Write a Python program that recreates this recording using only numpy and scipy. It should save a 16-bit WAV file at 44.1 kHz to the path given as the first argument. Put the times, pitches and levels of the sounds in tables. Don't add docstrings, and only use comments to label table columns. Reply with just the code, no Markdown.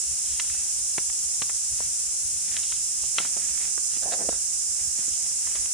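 import sys
import numpy as np
from scipy import signal
from scipy.fft import rfft, irfft, next_fast_len
from scipy.io import wavfile

SR = 44100
rng = np.random.default_rng(int(sys.argv[2]) if len(sys.argv) > 2 else 0)


def wav_out(sig):
    wavfile.write(sys.argv[1], SR, np.round(np.clip(np.atleast_2d(sig).T, -1, 1) * 32767).astype(np.int16))


N = 252937


def from_db(db):
    return 10 ** (np.asarray(db) / 20)


def unit_rms(x):
    return x / np.sqrt(np.mean(x ** 2) + 1e-20)


def curves(rows):
    times_s, *columns = np.transpose(rows)
    return [np.interp(np.arange(N) / SR, times_s, column) for column in columns]


def swells(rows):
    t = np.arange(N) / SR
    power = 0
    for centre_s, length_s, level_db in rows:
        distance = 2 * (t - centre_s) / length_s
        power += from_db(level_db) ** 2 * 0.5 ** np.minimum(distance ** 2, 60)
    return np.sqrt(power)


def panned(pan_db):
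    gains = from_db(np.vstack([pan_db, -pan_db]) / 2)
    return gains / np.sqrt(np.mean(gains ** 2, axis=0))


def stereo(mid, side, corr):
    return np.sqrt((1 + corr) / 2) * mid + np.sqrt((1 - corr) / 2) * np.array([side, -side])


def noise(corr, samples=N):
    return stereo(*rng.standard_normal((2, samples)), corr)


def noise_tail(t, t60_s, corr):
    decay = from_db(-60 * t / t60_s)
    return noise(corr, len(t)) * decay / np.linalg.norm(decay)


def grains(per_s, spread_db, corr):
    sizes = from_db(spread_db * np.minimum(rng.exponential(1, (2, N)), 4))
    signs = rng.choice([-1, 1], (2, N))
    hits = rng.random((2, N)) < per_s / SR
    return stereo(*(sizes * signs * hits), corr)


def coloured(x, spectrum):
    hz, gain_db = np.transpose(spectrum)
    size = next_fast_len(N)
    bins_hz = np.fft.rfftfreq(size, 1 / SR)
    gain = from_db(np.interp(np.log(bins_hz + 1), np.log(hz), gain_db))
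    return unit_rms(irfft(rfft(x, size) * gain, size)[..., :N])


def band(x, low_hz, high_hz):
    return signal.sosfilt(signal.butter(2, [low_hz, high_hz], "band", fs=SR, output="sos"), x + 1e-18)


def waver(low_hz, high_hz, shape=N):
    return unit_rms(band(rng.standard_normal(shape), low_hz, high_hz))


def resonance(x, hz, width_hz):
    return signal.lfilter(*signal.iirpeak(hz, hz / width_hz, fs=SR), x + 1e-18)


def ringing(x, modes, pitch_ratio=1):
    return sum((-1) ** k * from_db(db) * resonance(x, pitch_ratio * hz, width_hz)
               for k, (hz, width_hz, db) in enumerate(modes))


# (time [s], relative level [dB], pan [dB])
CHORUS_DRIFT = [(0.0, -29, -4), (0.03, -30, -1.5), (0.88, -29.5, -2), (2.3, -30, -1.5), (3.56, -29, -4.5),
                (4.15, -29.5, -4.0), (5.06, -29, -4.0), (5.74, -29.5, -2)]
# (frequency [Hz], gain [dB])
CHORUS_LEFT_SPECTRUM = [(3500, -28.5), (4500, -15.5), (5000, -13.5), (5600, -2.5), (6400, -3.5),
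                        (7300, 0.5), (8600, -3), (9700, -1), (10300, -6.5), (10900, -15), (11300, -34.5),
                        (12200, -93), (13500, -17.5), (15000, -33)]
CHORUS_RIGHT_SPECTRUM = [(3500, -30), (4500, -22.5), (5000, -8.5), (5500, -5), (6300, -2.5), (7100, 1.5),
                         (8200, -2), (9100, -2), (9900, -8), (10900, -18.5), (11300, -83), (12200, -104),
                         (13500, -26), (15000, -29)]
def insect_chorus(gain_db=3.5, shimmer_db=0.53):
    level_db, pan_db = curves(CHORUS_DRIFT)
    left, right = noise(corr=-0.12)
    hiss = np.array([coloured(left, CHORUS_LEFT_SPECTRUM), coloured(right, CHORUS_RIGHT_SPECTRUM)])
    shimmer = waver(4, 28, shape=(2, N))
    return from_db(level_db + gain_db + shimmer_db * shimmer) * panned(pan_db) * hiss


# (frequency [Hz], gain [dB])
AIR_SPECTRUM = [(20, 10), (100, 2.5), (180, 3.5), (450, -11.5), (750, 1), (1000, -9), (1350, -2),
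                (1650, -6), (2400, 2), (2720, 4.5), (3000, 0.5), (4000, 1.5), (6000, -10.5), (12000, -48)]
WIND_SPECTRUM = [(15, -26), (30, -17), (48, 0), (66, 3.5), (90, -8.5), (130, -10), (220, -24), (600, -86)]
# (centre [s], level [dB])
PUFFS = [(.11, -47.5), (.335, -48.5), (.50, -51), (.80, -51), (1.25, -49), (1.425, -45), (1.73, -47.5),
         (1.865, -48), (2.25, -52.5), (2.36, -49), (2.755, -54), (3.05, -50), (4.325, -48), (4.87, -42.5),
         (5.60, -49)]
def air(floor_db=-55, breeze_db=-61, swing_db=4, puff_s=0.047):
    floor = from_db(floor_db) * coloured(noise(corr=0.89), AIR_SPECTRUM)
    breeze = from_db(breeze_db + swing_db * waver(2.25, 10.6))
    puffs = swells([(centre_s, puff_s, db) for centre_s, db in PUFFS])
    rumble = coloured(noise(corr=0.98), WIND_SPECTRUM)
    return floor + np.hypot(breeze, puffs) * rumble


# (frequency [Hz], gain [dB])
LEAF_SPECTRUM = [(90, -4), (170, 8), (400, -1), (800, 2), (1050, -1.5), (1400, 2), (1750, 5.5), (2200, 7.5),
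                 (3300, 4.5), (5000, 2.5), (9000, -48)]
# (centre [s], length [s], level [dB])
ARM_BRUSHES = [(.50, 0.36, -53.5), (1.82, .07, -50), (2.545, 0.098, -45), (3.225, 0.068, -42),
               (3.45, 0.16, -48.5), (3.635, 0.077, -44.5), (3.955, 0.048, -48.5), (4.81, 0.048, -50.5),
               (5.01, .08, -50), (5.26, 0.11, -52.5), (5.56, 0.19, -48.5)]
def rustle(idle_db=-63):
    ticks = grains(per_s=900, spread_db=0.5, corr=0.69)
    return np.hypot(from_db(idle_db), swells(ARM_BRUSHES)) * coloured(ticks, LEAF_SPECTRUM)


# (frequency [Hz], width [Hz], full boost [dB])
RING_MODES = [(1342, 61, 16), (2065, 58, 8), (2784, 160, 12.5), (3220, 95, 11), (4000, 160, 9.5)]
def ring_colour(x, ring_share):
    for hz, width_hz, boost_db in RING_MODES:
        x = x + (from_db(ring_share * boost_db) - 1) * resonance(x, hz, width_hz)
    return x


# (centre [s], length [s], level [dB])
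EDGE_STROKES = [(.33, 0.13, -50.5), (.51, .14, -53), (2.70, 0.15, -48.5), (3.05, .06, -48.5),
                (3.22, .06, -43.5), (3.94, 0.037, -51), (5.13, 0.068, -50.5)]
def fibre_crackle(pressed_db=-57, release_s=3.04, release_db_per_s=30):
    released_s = np.maximum(np.arange(N) / SR - release_s, 0)
    pressure = from_db(pressed_db - release_db_per_s * released_s)
    fractures = grains(per_s=3000, spread_db=1, corr=0.99)
    crackle = ring_colour(band(fractures, 2640, 4500), ring_share=0.25)
    return np.hypot(pressure, swells(EDGE_STROKES)) * unit_rms(crackle)


# (frequency [Hz], width [Hz])
LAG_BANDS = [(1400, 680), (2600, 350), (3600, 270)]
def contact(force, low_hz, high_hz):
    for hz, width_hz in LAG_BANDS:
        force = force - 2 * resonance(force, hz, width_hz)
    highpass = signal.butter(2, low_hz, "high", fs=SR, output="sos")
    lowpass = signal.butter(4, high_hz, fs=SR, output="sos")
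    return signal.sosfilt(np.vstack([highpass, lowpass]), force)


def blows(rows, body, gain_db, scatter_db, corr):
    t = np.arange(SR // 5) / SR
    impulse = t == 0
    out = np.zeros((2, N + SR))
    for time_s, level_db, low_hz, high_hz, lag_s, second_db, t60_s, pan_db, ring_share in rows:
        first = impulse + from_db(scatter_db) * noise_tail(t, t60_s, corr)
        second = impulse + from_db(scatter_db) * noise_tail(t, t60_s, corr)
        delayed = np.pad(second, ((0, 0), (round(lag_s * SR), 0)))[:, :len(t)]
        force = first + from_db(second_db) * delayed
        sound = ring_colour(body(force, low_hz, high_hz), ring_share)
        attack_rms = np.sqrt(np.mean(sound[:, :SR // 100] ** 2))
        at = round(time_s * SR)
        out[:, at:at + len(t)] += from_db(level_db + gain_db) * panned(pan_db) * sound / attack_rms
    return out[:, :N]


# (time [s], relative level [dB], low edge [Hz], high edge [Hz], second touch lag [s],
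# second touch gain [dB], scatter t60 [s], pan [dB], ring share [0-1])
STEEL_HITS = [(.3972, -27, 1460, 5600, .0029, -3, 0.019, -1, 0.76),
              (2.5662, -31.5, 2450, 3870, 0.0088, -10, 0.021, -1, 0.53),
              (2.6305, -38, 3300, 4300, 0.0044, 4, 0.046, -1, .2),
              (2.7197, -37, 2200, 3530, 0.0031, -3, 0.019, -1, 0.22),
              (3.1828, -20, 520, 5030, 0.00154, -2, 0.021, 1, 0.96),
              (5.5512, -39, 420, 4600, 0.0046, 6, 0.075, -4, 0.38)]
def snips():
    return blows(STEEL_HITS, contact, gain_db=-1, scatter_db=4.5, corr=0.78)


# (time [s], pitch [Hz], level [dB])
SQUEAK_CURVE = [(.48, 2600, -85), (.515, 2620, -52), (.58, 2630, -56), (.63, 2650, -56), (.68, 2620, -89)]
def spring_ring(waver_hz=15):
    pitch_hz, level_db = curves(SQUEAK_CURVE)
    phase = 2 * np.pi * np.cumsum(pitch_hz + waver_hz * waver(10, 80)) / SR
    return from_db(level_db) * np.sqrt(2) * np.sin(phase)


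STEM_HITS = [(.4985, -44.5, 1700, 2400, 0.0041, -4, .015, -6, 0.27),
             (.5470, -50, 500, 2400, 0.0037, -5, .02, -4, .3),
             (.9804, -30.5, 180, 3260, 0.0012, 0, 0.024, 0.5, 0.21),
             (1.0985, -44, 650, 2920, 0.0025, -9, 0.0044, 1, .1),
             (1.4190, -30, 220, 5300, .0027, -3, 0.035, 2.5, 0.17),
             (1.4953, -39.5, 700, 2430, 0.0039, -3, 0.054, 5, 0.25),
             (1.8035, -39.5, 230, 1140, 0.0013, -1, 0.019, 7, .1),
             (3.2000, -38.5, 200, 1490, 0.0022, 4, 0.055, -3, 0.18),
             (3.2470, -41.5, 380, 2400, 0.00298, 10, 0.058, 0, 0.25),
             (3.5755, -45, 1300, 2800, 0.00225, -10, .02, -14, .2),
             (3.7764, -40, 201, 2100, 0.0025, 8, 0.011, 9, 0.17),
             (5.4688, -44.5, 550, 3200, 0.0029, 6, 0.031, -3, 0.17),
             (5.6579, -43.5, 500, 3600, 0.0019, -6, .01, -15, .2)]
def stem_cracks():
    return blows(STEM_HITS, contact, gain_db=0, scatter_db=1.5, corr=0.69)


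def dull_contact(force, low_hz, high_hz, tick_db=-23):
    return contact(force, low_hz, high_hz) + from_db(tick_db) * contact(force, 650, 3200)


THUD_HITS = [(.9806, -35, 170, 564, 0.0029, -6.5, 0.016, 1, .2),
             (3.0350, -46.5, 200, 1100, 0.0046, -3, 0.058, 4, .3),
             (3.3660, -39.5, 110, 800, 0.0056, -1, 0.13, 1.5, 1),
             (3.9660, -44, 150, 300, 0.0032, 5, 0.033, -3, 0.27),
             (4.2885, -24, 290, 720, 0.0017, -1, .03, -3.5, 0.48),
             (4.3270, -39, 130, 1620, 0.00283, -4, 0.04, -8, 0.33),
             (4.9870, -45, 160, 288, 0.00335, 0, 0.07, -3, .4),
             (5.0720, -48, 252, 316, 0.0076, 6, 0.12, -1, .4)]
def thuds():
    return blows(THUD_HITS, dull_contact, gain_db=-1.5, scatter_db=-0.5, corr=0.86)


# (frequency [Hz], width [Hz], gain [dB])
HOLSTER_MODES = [(170, 99, -7), (550, 170, 0.5), (748, 98, 4), (1110, 110, -12), (1640, 210, -14),
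                 (2740, 500, -20)]
RASP_MODES = [(1580, 260, 1.5), (2760, 250, -6), (3700, 360, -0.5), (4870, 300, 2)]
# (centre [s], length [s], level [dB], cavity pitch [ratio])
PUSHES = [(4.037, 0.023, -48.5, 1.0), (4.074, 0.029, -39, 0.99), (4.133, 0.019, -36.5, 0.98),
          (4.163, 0.08, -49, 0.98), (4.199, 0.028, -38.5, 0.83), (4.219, 0.018, -38.5, 0.92),
          (4.257, .05, -43.5, 0.72), (4.34, 0.043, -58, 0.66)]
# (centre [s], length [s], level [dB])
EDGE_CATCHES = [(4.033, 0.016, -46), (4.130, 0.018, -34.5), (4.325, 0.063, -48)]
def holster_slide():
    slips = grains(per_s=1500, spread_db=1, corr=0.86)
    rubs = 0
    for centre_s, length_s, level_db, pitch_ratio in PUSHES:
        cavity = ringing(slips, HOLSTER_MODES, pitch_ratio)
        muffled = band(cavity, 105, 4400)
        rubs += swells([(centre_s, length_s, level_db)]) * unit_rms(muffled)
    rasp = unit_rms(band(ringing(slips, RASP_MODES), 750, 5600))
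    return (rubs + swells(EDGE_CATCHES) * rasp) * panned(pan_db=-3)


def foliage_echo(x, t60_s=0.3, tail_db=-17):
    echoes = noise_tail(np.arange(SR // 2) / SR, t60_s, corr=0.81)
    return x + from_db(tail_db) * signal.fftconvolve(x, echoes, axes=1)[:, :N]


def scene():
    handwork = foliage_echo(snips() + stem_cracks() + thuds() + holster_slide())
    return handwork + fibre_crackle() + spring_ring() + rustle() + insect_chorus() + air()


def record(dry):
    cutoff_hz = 15150
    return signal.sosfilt(signal.ellip(12, 0.1, 90, cutoff_hz, fs=SR, output="sos"), dry)


dry = scene()
out = record(dry)
wav_out(out)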